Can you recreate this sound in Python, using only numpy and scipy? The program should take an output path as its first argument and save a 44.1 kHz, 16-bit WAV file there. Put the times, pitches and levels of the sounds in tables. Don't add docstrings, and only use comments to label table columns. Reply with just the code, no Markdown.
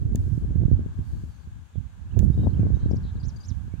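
import sys
import numpy as np
from scipy import signal
from scipy.fft import rfft, irfft, next_fast_len
from scipy.io import wavfile
from scipy.ndimage import uniform_filter1d, map_coordinates

SR = 44100
rng = np.random.default_rng(int(sys.argv[2]) if len(sys.argv) > 2 else 0)


def file_out(sig):
    cols = np.atleast_2d(sig).T
    lim = np.clip(cols, -1, 1)
    pcm = np.round(lim * 32767).astype(np.int16)
    wavfile.write(sys.argv[1], SR, pcm)


N = 167580

# time_s, level_db
GUSTS_LEFT = [(0.03, -26), (0.12, -20.5), (0.36, -29), (0.42, -18.5), (0.74, -29), (0.78, -23), (1.02, -28),
              (1.06, -41), (1.142, -22.5), (1.4, -41), (1.46, -34), (1.84, -47), (2.45, -15.5),
              (2.53, -24.5), (2.709, -19), (2.769, -26.5), (2.93, -18), (3.01, -26.5), (3.41, -32),
              (3.61, -45), (3.65, -33), (3.8, -49)]
GUSTS_RIGHT = [(0.0, -20.5), (0.38, -24), (0.46, -26.5), (0.621, -18.5), (0.776, -23.5), (0.811, -23.5),
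               (0.96, -41.5), (0.998, -25), (1.28, -39.5), (1.42, -60), (1.481, -36), (1.7, -63),
               (1.778, -27), (1.937, -49), (1.976, -27.5), (2.077, -38), (2.18, -16), (2.37, -22),
               (2.591, -17), (3.13, -31.5), (3.25, -27), (3.41, -41), (3.51, -31.5), (3.8, -31.5)]
# freq_hz, gain_db
RUMBLE_SPECTRUM = [(20, -37), (35, -16), (56, 3), (88, 4.5), (130, -7), (200, -14), (300, -28.5),
                   (500, -52.5), (1000, -79), (2000, -120)]
FLUTTER_SPECTRUM = [(40, -15), (110, 4), (200, 5), (320, -2.5), (500, -16), (800, -29), (1300, -46.5),
                    (3000, -89)]
# freq_hz, gain_db
HUSH_SPECTRUM_LEFT = [(30, -9), (250, 2), (550, -5), (900, 2.5), (1350, -1.5), (1680, 4.5), (1950, -24.5),
                      (3000, -13.5), (6000, -22), (16000, -46.5)]
HUSH_SPECTRUM_RIGHT = [(30, 6.5), (250, -7.5), (550, -5), (800, 0), (1300, -6.5), (2200, -12.5),
                       (3500, -19.5), (6500, -22), (16000, -44)]
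HISS_SPECTRUM_LEFT = [(300, 2.5), (1650, -4.5), (2100, 2.5), (3500, -0.5), (4600, -3), (5800, -9),
                      (7500, -5.5), (11000, -14), (16000, -14.5)]
HISS_SPECTRUM_RIGHT = [(300, -1), (2000, 1), (3500, 1), (5000, -14), (6500, 2), (8000, -4.5),
                       (11000, -12.5), (16000, -18)]
LEAF_SPECTRUM = [(1500, -23), (4000, 0), (7000, -0.5), (12000, -4), (16000, -10)]
# time_s, level_db
HUSH_LEVELS = [(0, -68.5), (0.9, -65), (1.71, -70.5), (2.66, -61), (3.8, -66)]
LEAF_LEVELS = [(0, -74), (.12, -78), (.19, -66.5), (.4, -70), (.6, -82.5), (.9, -83), (1.08, -68),
               (1.3, -71.5), (1.52, -85), (2.15, -95.5), (2.22, -72.5), (2.45, -68.5), (2.7, -83),
               (3.1, -82), (3.45, -71.5), (3.8, -78)]
# centre_s, width_s, level_db, port (0 left, 1 right)
HARD_EDDIES = [(.149, 0.00069, -7, 0), (0.27, 0.0014, -13, 0), (0.28, 0.00092, -12.5, 1),
               (0.378, 0.0011, -5.5, 1), (0.439, 0.0014, -12.5, 0), (0.508, 0.00076, -16.5, 0),
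               (.558, 0.001, -5.5, 1), (.619, 0.0011, -6.5, 1), (.63, .0011, -4.5, 1),
               (0.636, 0.00061, -14.5, 0), (0.655, 0.0017, 4.5, 1), (0.683, 0.0009, -7.5, 0),
               (0.715, 0.00084, -2.5, 1), (0.7259, 0.0029, 5.5, 1), (0.743, 0.0037, 2, 1),
               (0.733, 0.0012, -3.5, 0), (0.773, 0.00065, -28, 1), (.793, 0.00091, -8.5, 1),
               (0.862, 0.00092, -11, 0), (0.991, 0.001, -12.5, 0), (1.135, 0.002, -8.5, 0),
               (1.238, 0.001, -16.5, 0), (1.408, 0.00092, -33.5, 0), (1.474, 0.00086, -28, 1),
               (1.757, 0.00055, -24, 1), (1.781, 0.0017, -8.5, 1), (2.167, 0.00044, -18, 1),
               (2.175, 0.00081, -7, 1), (2.23, 0.00065, -8.5, 1), (2.238, 0.0031, 7, 1),
               (2.302, 0.0012, 2, 1), (2.378, 0.00075, -9, 0), (2.435, 0.00042, -19, 0),
               (2.461, 0.00054, -12.5, 0), (2.47, 0.00036, -10.5, 0), (2.478, 0.00054, -13, 0),
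               (2.595, 0.00099, -2.5, 0), (2.632, 0.0007, -7, 1), (2.667, 0.00062, -12.5, 0),
               (2.704, 0.00066, -12.5, 0), (2.77, 0.00076, -17.5, 0), (2.83, .0011, -15, 0),
               (2.86, 0.0009, -4.5, 1), (2.912, 0.00048, -12, 0), (2.935, 0.00083, -5, 0),
               (2.944, 0.00069, -10.5, 0), (3.052, 0.001, -14, 0), (3.155, 0.001, -16, 0),
               (3.236, 0.0017, -9, 1), (3.251, 0.00095, -21, 0), (3.271, 0.0035, -3, 1),
               (3.514, 0.0015, -9.5, 1), (3.681, 0.001, -21, 0), (3.739, 0.00084, -15, 1)]
# start_s, ring_db, low_mode_gain_db, edge_db
HOUSING_CLICKS = [(0.1573, -22, -13, -9), (0.159, -34, 6, -40), (2.1915, -22.5, 1, -38)]
# freq_hz, left_db, right_db, t60_s
HOUSING_MODES = [(1790, -25.5, -33, 0.019), (2820, -37, -13, 0.0043), (3500, -27, -13.5, 0.0043),
                 (4460, -29, -35, 0.017), (6590, -39.5, -1.5, 0.0026), (7300, -40, -47, 0.00076),
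                 (13600, -42.5, -2, 0.001), (14900, -39.5, -7, .0018)]
# freq_hz, gain_db
EDGE_SPECTRUM = [(1500, -28), (4500, -22.5), (6300, -18), (8300, -3), (10000, -7.5), (11300, -4),
                 (12500, -10), (14000, -10), (16000, -12)]
SCUFF_SPECTRUM = [(3000, -21.5), (5200, -7), (6500, 0.5), (9000, -4.5), (12500, -7.5), (16000, -3)]
# time_s, level_db
SCUFF_LEVELS = [(2.195, -61), (2.235, -61.5), (2.25, -54.5), (2.275, -90)]
# start_s, length_s, start_hz, middle_hz, end_hz, level_db, buzz (0 pure, 1 rough)
SONG_NOTES = [(1.02, 0.25, 4670, 4500, 4480, -75, .45), (1.161, 0.09, 6900, 6730, 6360, -81, 0.31),
              (1.266, 0.118, 4620, 4540, 4430, -74.5, .35), (1.384, 0.075, 4720, 4620, 4380, -72.5, 0.88),
              (1.335, 0.065, 6600, 6270, 6080, -76, .4), (1.73, 0.053, 3770, 3450, 3450, -76, 0.46),
              (2.327, 0.027, 3760, 3760, 3800, -70, 0.042), (2.32, .03, 4980, 5000, 5000, -68, .1),
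              (2.373, 0.055, 3800, 3750, 3960, -70.5, 0.1), (2.427, 0.034, 3800, 3770, 3750, -68.5, .1),
              (2.38, 0.08, 3100, 3040, 3090, -75.5, 0.44), (2.497, .025, 4400, 4450, 4700, -68, 0.8),
              (2.562, .065, 6720, 6450, 6320, -77.5, 0.4), (2.725, 0.099, 7070, 6350, 6100, -73, 0.6),
              (2.742, 0.024, 3790, 3800, 3800, -71, 0), (2.738, .025, 5000, 5000, 5000, -69, 0),
              (2.785, 0.095, 3900, 4120, 4110, -71, 0.79), (2.791, .08, 3100, 3130, 3330, -74, 0.087),
              (2.901, .011, 5800, 6440, 7140, -65.5, 0.1), (2.912, 0.012, 4130, 5410, 4640, -49.5, 0.71),
              (2.956, 0.0075, 5800, 6080, 7100, -60.5, 0.062),
              (2.965, 0.0096, 4200, 5350, 4970, -52.5, 0.65), (3.021, .016, 6100, 5300, 4560, -69, 0.004),
              (3.023, 0.095, 4450, 3960, 3450, -66.5, 1), (3.154, 0.027, 4500, 4230, 4000, -70.5, 1),
              (3.197, 0.022, 4370, 4830, 4240, -57.5, 0.45), (3.359, 0.018, 4500, 4800, 4450, -54, 0.25),
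              (3.36, 0.015, 6100, 6300, 6100, -64.5, 0.7), (3.399, 0.025, 4600, 4840, 4470, -54.5, 0.3),
              (3.402, 0.031, 6060, 6300, 5970, -68, 1), (3.509, 0.0186, 4100, 3480, 3380, -67, 0.6),
              (3.709, 0.11, 2200, 2500, 3520, -83.5, 0.18)]
# start_s, count, first_hz, level_db
CHIP_RUNS = [(2.109, 4, 2950, -70), (2.536, 5, 3100, -66.5)]
# start_s, level_db
ARCH_CALLS = [(3.229, -51), (3.43, -48.5)]
# time_s, pitch_hz, level_db, buzz
ARCH_CONTOUR = [(0, 4350, -7, 0.65), (.008, 4780, -4.5, 0.4), (.027, 5400, -1, .5), (.034, 6290, -12, .2),
                (.038, 6950, -16, 0.3), (.046, 7600, -19, 0.4), (.051, 7180, -15, .7),
                (0.055, 6600, -3.5, 0.3), (.061, 5850, 0, .2), (0.077, 4860, -6, .2), (.083, 4400, -28, .2)]
# freq_hz, gain_db
SONG_RESPONSE_LEFT = [(2000, 14), (3100, -14), (3900, 7.5), (4900, -2.5), (5600, -12.5), (6500, -16.5),
                      (9000, -15)]
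SONG_RESPONSE_RIGHT = [(2000, 21), (3100, 6.5), (3900, 0.5), (4900, -22), (5600, -1.5), (6500, 6),
                       (9000, -8)]


def amp(db):
    return 10 ** (np.asarray(db) / 20)


def unit(x):
    return x / np.sqrt(np.mean(x ** 2) + 1e-20)


def curve(rows, outside=None):
    return np.interp(np.arange(N) / SR, *np.transpose(rows), left=outside, right=outside)


def wobble(knots_per_s):
    return map_coordinates(rng.standard_normal(8192), [np.arange(N) * knots_per_s / SR], mode="wrap")


def filtered(x, response):
    size = next_fast_len(N + 8192)
    return irfft(rfft(x, size) * response(np.fft.rfftfreq(size, 1 / SR)), size)[..., :N]


def coloured(x, spectrum):
    freq_hz, gain_db = np.transpose(spectrum)
    return filtered(x, lambda hz: amp(np.interp(np.log(hz + 1), np.log(freq_hz + 1), gain_db)))


def noise(spectrum):
    return unit(coloured(rng.standard_normal(N), spectrum))


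def add(out, start_s, x):
    i = round(start_s * SR)
    out[..., i:i + x.shape[-1]] += x[..., :N - i]


def buffet(gusts, rumble_db, flutter_db, growth, rumble_lumps_db, flutter_lumps_db):
    wind_db, lumps = curve(gusts), wobble(29.97)
    rumble = noise(RUMBLE_SPECTRUM)
    running_rms = np.sqrt(np.abs(uniform_filter1d(rumble ** 2, size=2400)) + 1e-6)
    rumble = unit(rumble / running_rms * amp(rumble_lumps_db * lumps))
    flutter = unit(noise(FLUTTER_SPECTRUM) * amp(flutter_lumps_db * (lumps + wobble(110))))
    expanded_db = wind_db.max() + growth * (wind_db - wind_db.max())
    return rumble * amp(wind_db + rumble_db) + flutter * amp(expanded_db + flutter_db)


def wind():
    left = buffet(GUSTS_LEFT, rumble_db=-4, flutter_db=-9.5, growth=1.644,
                  rumble_lumps_db=4, flutter_lumps_db=3)
    right = buffet(GUSTS_RIGHT, rumble_db=1.5, flutter_db=-12.5, growth=1.9,
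                   rumble_lumps_db=3.5, flutter_lumps_db=1.5)
    return np.array([left, right])


def countryside(waver_db=0.04):
    hush = np.array([amp(6) * noise(HUSH_SPECTRUM_LEFT), amp(4) * noise(HUSH_SPECTRUM_RIGHT)])
    hiss = np.array([amp(-68) * noise(HISS_SPECTRUM_LEFT), amp(-67) * noise(HISS_SPECTRUM_RIGHT)])
    leaves = np.array([noise(LEAF_SPECTRUM), noise(LEAF_SPECTRUM)])
    hush_db = curve(HUSH_LEVELS) + waver_db * wobble(4.13)
    return hush * amp(hush_db) + hiss + leaves * amp(curve(LEAF_LEVELS))


def eddy(width_s):
    t = np.linspace(-0.025, 0.025, SR // 20)
    return -np.hanning(len(t)) / np.cosh(t / width_s)


def port_response(hz, ring_hz=930, ring_q=1.77, cut_hz=70.2, cut_q=0.8, subsonic_hz=35):
    hollow = 1 / (1 - (hz / ring_hz) ** 2 + 1j * hz / ring_hz / ring_q)
    low_cut = -hz ** 2 / (cut_hz ** 2 - hz ** 2 + 1j * hz * cut_hz / cut_q)
    subsonic_cut = hz / (hz - 1j * subsonic_hz)
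    return hollow * low_cut * subsonic_cut


def eddies(small_per_s=13, small_gain_db=5.5, min_width_s=0.00053, widen_per_db=0.7):
    out, lead_s = np.zeros((2, N)), 0.025
    for centre_s, width_s, level_db, port in HARD_EDDIES:
        add(out[int(port)], centre_s - lead_s, amp(level_db) * eddy(width_s))
    for channel, gusts in zip(out, (GUSTS_LEFT, GUSTS_RIGHT)):
        wind_db = curve(gusts)
        for position, size in rng.random((int(small_per_s * N / SR), 2)):
            local_db = wind_db[int(position * N)]
            width_s = min_width_s * np.exp(widen_per_db * (wind_db.max() - local_db))
            start_s = max(position * N / SR - lead_s, 0)
            add(channel, start_s, size * amp(local_db + small_gain_db) * eddy(width_s))
    return filtered(out, port_response)


def clicks(rise_s=0.00018, low_mode_limit_hz=4000, tail_db=-29.5, tail_t60_s=0.02, edge_left_db=-22):
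    out, edges = np.zeros((2, N)), np.zeros(N)
    t = np.arange(SR // 20) / SR
    attack = 1 - np.exp(-t / rise_s)
    for start_s, ring_db, low_mode_gain_db, edge_db in HOUSING_CLICKS:
        ring = np.zeros((2, len(t)))
        for hz, left_db, right_db, t60_s in HOUSING_MODES:
            envelope = amp(low_mode_gain_db * (hz < low_mode_limit_hz) - 60 * t / t60_s)
            ring += np.outer(amp([left_db, right_db]), envelope * np.sin(2 * np.pi * hz * t))
        ring[1] += amp(tail_db - 60 * t / tail_t60_s) * noise(SCUFF_SPECTRUM)[:len(t)]
        add(out, start_s, 2 * amp(ring_db) * ring * attack)
        edges[round(start_s * SR)] = -amp(edge_db)
    out += np.outer([amp(edge_left_db), 1], coloured(edges, EDGE_SPECTRUM))
    out[1] += noise(SCUFF_SPECTRUM) * amp(curve(SCUFF_LEVELS, outside=-120))
    return out


def glide(pitch_hz, buzz, buzz_hz=301.4, swing_hz=260):
    t = np.arange(len(pitch_hz)) / SR
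    flutter = np.sin(2 * np.pi * buzz_hz * t) + wobble(700)[:len(t)]
    cycles = np.cumsum(pitch_hz + buzz * swing_hz * flutter) / SR
    return np.sqrt(2) * np.sin(2 * np.pi * cycles)


def whistle(length_s, start_hz, middle_hz, end_hz, buzz):
    progress = np.linspace(0, 1, int(length_s * SR))
    parabola = np.polyfit([0, 0.5, 1], [start_hz, middle_hz, end_hz], 2)
    return glide(np.polyval(parabola, progress), buzz) * signal.windows.tukey(len(progress), 0.38)


def chip(pitch_hz, length_s=0.016, rise=0.044):
    return whistle(length_s, pitch_hz * (1 - rise), pitch_hz, pitch_hz * (1 + rise), buzz=0.13)


def arched_call(rasp_depth=0.41):
    time_s, *columns = np.transpose(ARCH_CONTOUR)
    t = np.arange(int(time_s[-1] * SR)) / SR
    pitch_hz, level_db, buzz = (np.interp(t, time_s, column) for column in columns)
    tone = glide(pitch_hz, buzz) * amp(level_db)
    rasp = 1 + rasp_depth * wobble(2600)[:len(t)]
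    return tone * rasp * signal.windows.tukey(len(t), 0.1)


def bush_scatter(song, t60_s=0.31, wet_db=-12):
    t = np.arange(SR // 2) / SR
    tails = rng.standard_normal((2, len(t))) * amp(-60 * t / t60_s)
    return [song + amp(wet_db) * signal.fftconvolve(song, tail / np.linalg.norm(tail))[:N]
            for tail in tails]


def warbler(chip_period_s=0.028, chip_pitch_ratio=0.91, chip_fade_db=5):
    song = np.zeros(N)
    for start_s, length_s, start_hz, middle_hz, end_hz, level_db, buzz in SONG_NOTES:
        add(song, start_s, amp(level_db) * whistle(length_s, start_hz, middle_hz, end_hz, buzz))
    for start_s, level_db in ARCH_CALLS:
        add(song, start_s, amp(level_db) * arched_call())
    for start_s, count, first_hz, level_db in CHIP_RUNS:
        for k in range(round(count)):
            note = chip(first_hz * chip_pitch_ratio ** k)
            add(song, start_s + k * chip_period_s, amp(level_db - k * chip_fade_db) * note)
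    left, right = bush_scatter(song)
    return np.array([coloured(left, SONG_RESPONSE_LEFT), coloured(right, SONG_RESPONSE_RIGHT)])


def scene():
    return wind() + countryside() + warbler() + clicks() + eddies()


def record(dry):
    top_hz, fade_hz = 16100, 650
    return filtered(dry, lambda hz: np.sin(np.pi / 2 * np.clip((top_hz - hz) / fade_hz, 0, 1)) ** 2)


dry = scene()
out = record(dry)
file_out(out)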